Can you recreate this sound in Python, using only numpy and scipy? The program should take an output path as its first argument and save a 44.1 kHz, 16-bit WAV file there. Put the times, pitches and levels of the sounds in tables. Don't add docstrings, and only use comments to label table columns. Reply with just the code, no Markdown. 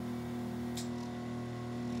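import sys
import numpy as np
from scipy import signal
from scipy.fft import rfft, irfft
from scipy.io import wavfile

SR = 44100
rng = np.random.default_rng(int(sys.argv[2]) if len(sys.argv) > 2 else 0)


def file_out(sig):
    cols = np.atleast_2d(sig).T
    lim = np.clip(cols, -1, 1)
    pcm = np.round(lim * 32767).astype(np.int16)
    wavfile.write(sys.argv[1], SR, pcm)


N = 88200
T = np.arange(N) / SR


def amp(db):
    return 10 ** (np.asarray(db) / 20)


def unit(x):
    return x / np.sqrt(np.mean(x ** 2) + 1e-20)


def filtered(x, gain):
    return irfft(rfft(x) * gain(np.fft.rfftfreq(N, 1 / SR)), N)


def noise(points):
    hz, density_db = np.transpose(points)
    white = rng.standard_normal(N)
    return unit(filtered(white, lambda f: amp(np.interp(np.log(f + 1), np.log(hz), density_db))))


def drift(rate_hz):
    return unit(filtered(rng.standard_normal(N), lambda f: np.exp(-(f / rate_hz) ** 2) * (f > 0)))


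def resonate(x, hz, width_hz):
    return unit(filtered(x, lambda f: 1 / (1 + ((f - hz) / width_hz) ** 2) ** 2))


SEALED_HZ, OPEN_HZ = 40.62, 40.28
STROKE_AT_S = 1.034
WOBBLE_HZ, WOBBLE_SHARE, JITTER_SHARE = 3.9, 0.0014, 0.0026


def strokes(opened):
    speed_hz = SEALED_HZ + (OPEN_HZ - SEALED_HZ) * opened
    wobble = WOBBLE_SHARE * np.sin(2 * np.pi * WOBBLE_HZ * T)
    jitter = JITTER_SHARE * drift(rate_hz=43)
    turns = np.cumsum(speed_hz * (1 + wobble + jitter)) / SR
    return turns - np.interp(STROKE_AT_S, T, turns)


HUM_HZ = 120


def slip(turns, crest_s):
    lead = HUM_HZ * T - 3 * turns
    return lead - np.interp(crest_s, T, lead)


# order (multiple of stroke rate), sealed_db, open_db
PUMP_PARTIALS = [(2, -57, -59), (4, -57.5, -58), (5, -52, -55.5), (6, -56.5, -64), (7, -64, -60),
                 (8, -62.5, -67), (9, -77, -96), (10, -67, -70), (11, -67, -63), (12, -62.5, -72),
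                 (13, -60.5, -60.5), (14, -73, -67), (15, -67, -62), (16, -66, -66), (17, -62.5, -66),
                 (18, -57.5, -56.5), (19, -67, -74), (20, -72, -74), (21, -69.5, -71), (22, -66, -75),
                 (23, -70, -69.5), (24, -73, -71), (25, -65.5, -69), (26, -69, -71), (27, -75, -61.5),
                 (28, -69, -70), (29, -73, -72.5), (32, -71.5, -76), (35, -79, -71), (37, -84, -73.5),
                 (39, -70.5, -83), (47, -71, -73.5), (48, -83, -69), (49, -70.5, -65.5), (51, -86, -72),
                 (52, -70.5, -78), (56, -76.5, -76.5)]
# order, beats_per_slip_cycle, depth (0-1), crest_s
HUM_BEATS = [(4, 2, .6, 0.255), (5, 1, 0.6, 0.52)]
# order, peak_s, half_length_s, lift_db
PARTIAL_SWELLS = [(24, 1.034, 0.13, 13), (27, 1.65, .1, 5), (56, .23, 0.086, 12.5)]


def pump(turns, opened, phases, waver_db=2.0, sway_strokes=0.0021):
    beating = {order: 1 + depth * np.exp(2j * np.pi * beats * slip(turns, crest_s))
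               for order, beats, depth, crest_s in HUM_BEATS}
    lift = {order: lift_db * np.exp(-((T - peak_s) / half_s) ** 2)
            for order, peak_s, half_s, lift_db in PARTIAL_SWELLS}
    out = np.zeros(N)
    for order, sealed_db, open_db in PUMP_PARTIALS:
        level_db = sealed_db + (open_db - sealed_db) * opened
        level_db = level_db + lift.get(order, 0) + waver_db * drift(rate_hz=17)
        beat = opened + (1 - opened) * beating.get(order, 1)
        cycles = order * (turns + sway_strokes * drift(rate_hz=5.5)) + phases[order]
        out += amp(level_db) * np.sqrt(2) * (beat * np.exp(2j * np.pi * cycles)).real
    return out


# centre_hz, width_hz, sealed_db, open_db
HOUSING_MODES = [(1315, 260, -72, -85), (1557, 350, -68.5, -67.5), (1926, 95, -73, -78),
                 (2223, 87, -76, -74.5), (4060, 1050, -78, -73.5)]
RATTLE_ROUGH = 0.26


def rattle(turns, opened):
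    beats = np.zeros(N)
    for order in range(30, 130):
        beats += rng.rayleigh() * np.cos(2 * np.pi * (order * turns + rng.random()))
    beats = unit(beats)
    grit = rng.standard_normal(N) * (1 - 0.47 * np.cos(2 * np.pi * turns))
    out = np.zeros(N)
    for hz, width_hz, sealed_db, open_db in HOUSING_MODES:
        regular = np.sqrt(1 - RATTLE_ROUGH) * resonate(beats, hz, width_hz)
        rough = np.sqrt(RATTLE_ROUGH) * resonate(grit, hz, width_hz)
        out += (regular + rough) * amp(sealed_db + (open_db - sealed_db) * opened)
    return out


# time_s, partial_1_db, partial_2_db, partial_3_db
HUM_LEVELS = [(0, -48, -42, -50), (.9, -48, -40.5, -49), (1.12, -51, -44.5, -51), (1.349, -46, -41, -49.5),
              (1.57, -44, -49.5, -49.5), (1.8, -47, -40, -49.5), (2, -47, -37.5, -49.5)]
HUM_CREST_S = 0.376


def hum(turns, phases):
    time_s, *levels = np.transpose(HUM_LEVELS)
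    cycles = 3 * turns + slip(turns, HUM_CREST_S)
    out = np.zeros(N)
    for k, level_db in enumerate(levels, 1):
        tone = np.cos(2 * np.pi * (k * cycles + phases[3 * k]))
        out += amp(np.interp(T, time_s, level_db)) * np.sqrt(2) * tone
    return out


ECHO_SHARE, ECHO_DELAY_S, ECHO_DECAY_S = 0.3, .003, 0.0045


def reflected(x, size=2500):
    tail = rng.standard_normal(size) * np.exp(-T[:size] / ECHO_DECAY_S) * (T[:size] > ECHO_DELAY_S)
    echo = signal.fftconvolve(x, tail / np.linalg.norm(tail))[:N]
    return np.sqrt(1 - ECHO_SHARE) * x + np.sqrt(ECHO_SHARE) * echo


# (per Hz, relative)
AIR_SPECTRUM = [(20, -34), (30, -25), (45, -8.5), (100, -4), (230, -2.5), (420, -11.5), (800, -10.5),
                (1500, -14.5), (2100, -18.5), (2700, -17), (4200, -19), (5400, -21), (6100, -24.5),
                (7200, -23), (8300, -31.5), (9600, -27.5), (10500, -33.5), (15500, -38.5)]
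AIR_DB = -54.5
# (per Hz, relative)
LEAK_SPECTRUM = [(1500, -20), (4000, -23), (8000, -2), (11000, -2.5), (14500, -2.5), (15500, -0.5)]
LEAK_DB = -65


def air(turns, opened, throb=0.034, split_hz=1500):
    wash = amp(AIR_DB) * noise(AIR_SPECTRUM) * (1 + throb * np.cos(2 * np.pi * turns))
    wash = wash + amp(LEAK_DB) * noise(LEAK_SPECTRUM) * (1 - opened)
    low = filtered(wash, lambda f: 1 / (1 + (f / split_hz) ** 8))
    return low + reflected(wash - low)


# start_s, centre_hz, width_hz, level_db, decay_s
LIP_SMACKS = [(.757, 12000, 7000, -48.5, 0.0017), (.7732, 3650, 1130, -31.5, 0.0012),
              (.783, 7600, 900, -47, 0.0043), (0.81, 7640, 1500, -44, 0.0045)]


def smacks():
    out = np.zeros(N)
    for start_s, hz, width_hz, level_db, decay_s in LIP_SMACKS:
        shape = (T >= start_s) * np.exp(-abs(T - start_s) / decay_s)
        burst = resonate(rng.standard_normal(N) * shape, hz, width_hz)
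        out += amp(level_db) * np.sqrt(np.mean(shape ** 2)) * burst
    return out


# (per Hz, relative)
RUSH_SPECTRUM = [(800, -40), (2200, -6), (2900, -19), (3700, 0), (4700, -5), (5300, -1), (6500, -8.5),
                 (7400, 1.5), (8000, -1), (8800, -13.5), (10800, -11.5), (12000, -19), (13200, -12.5),
                 (15500, -20)]
RUSH_S, RUSH_ATTACK_S, RUSH_HOLD_S, RUSH_DB = .765, 0.012, .012, -41
RUSH_FALL_DB_PER_S, TREBLE_FALL_DB_PER_S, TREBLE_HZ = 254, 478, 8800


def rush(flutter_db=1.6):
    age_s = T - RUSH_S
    late_s = np.maximum(age_s - RUSH_ATTACK_S - RUSH_HOLD_S, 0)
    jet = noise(RUSH_SPECTRUM)
    treble = filtered(jet, lambda f: 1 - 1 / (1 + (f / TREBLE_HZ) ** 10))
    body = (jet - treble) * amp(-RUSH_FALL_DB_PER_S * late_s)
    treble = treble * amp(-TREBLE_FALL_DB_PER_S * late_s)
    attack = np.clip(age_s / RUSH_ATTACK_S, 0, 1)
    return (body + treble) * attack * amp(RUSH_DB + flutter_db * drift(rate_hz=430))


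# peak_s, swell_s, fade_s, level_db
NEAR_SKIN_RUNS = [(1.03, 0.058, 0.038, -49.5), (1.97, 0.13, 0.076, -52.5)]
# (per Hz, relative)
PUFF_SPECTRUM = [(800, -6), (2300, -13), (3200, -6), (4000, 3), (4700, -4), (5500, 5), (6400, -4.5),
                 (7500, -3), (8400, -13.5), (10700, -14.5), (15500, -26)]
PUFF_SHARP = 2.5


def puffs(turns):
    near = np.zeros(N)
    for peak_s, swell_s, fade_s, level_db in NEAR_SKIN_RUNS:
        near += amp(level_db) * np.exp(np.minimum((T - peak_s) / swell_s, (peak_s - T) / fade_s))
    pulse = np.exp(PUFF_SHARP * (np.cos(2 * np.pi * turns) - 1) / 2)
    return near * pulse * noise(PUFF_SPECTRUM)


# (per Hz, relative)
RUB_SPECTRUM = [(25, -13), (90, -5), (165, 7), (260, -6), (420, -12), (700, -21), (1500, -44), (2500, -17),
                (3300, -29), (8000, -62)]
RUB_S, RUB_SWELL_S, RUB_DB = 2.006, 0.13, -44.5


def rub():
    return amp(RUB_DB) * np.exp(np.minimum(T - RUB_S, 0) / RUB_SWELL_S) * noise(RUB_SPECTRUM)


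LIFT_S, SETTLE_S = .80, .14


def scene():
    opened = np.clip((T - LIFT_S) / SETTLE_S, 0, 1)
    turns = strokes(opened)
    phases = rng.random(size=64)
    machine = pump(turns, opened, phases) + rattle(turns, opened) + hum(turns, phases)
    wand = smacks() + rush() + puffs(turns) + rub()
    return (machine + air(turns, opened) + wand)[None]


EDGE_HZ = 15800


def record(dry):
    ends = np.clip(np.minimum(T, T[::-1]) / .002, 0, 1)
    lowpass = signal.firwin(511, EDGE_HZ, window=("kaiser", 9), fs=SR)
    return signal.oaconvolve(dry * ends, lowpass[None], "same")


dry = scene()
out = record(dry)
file_out(out)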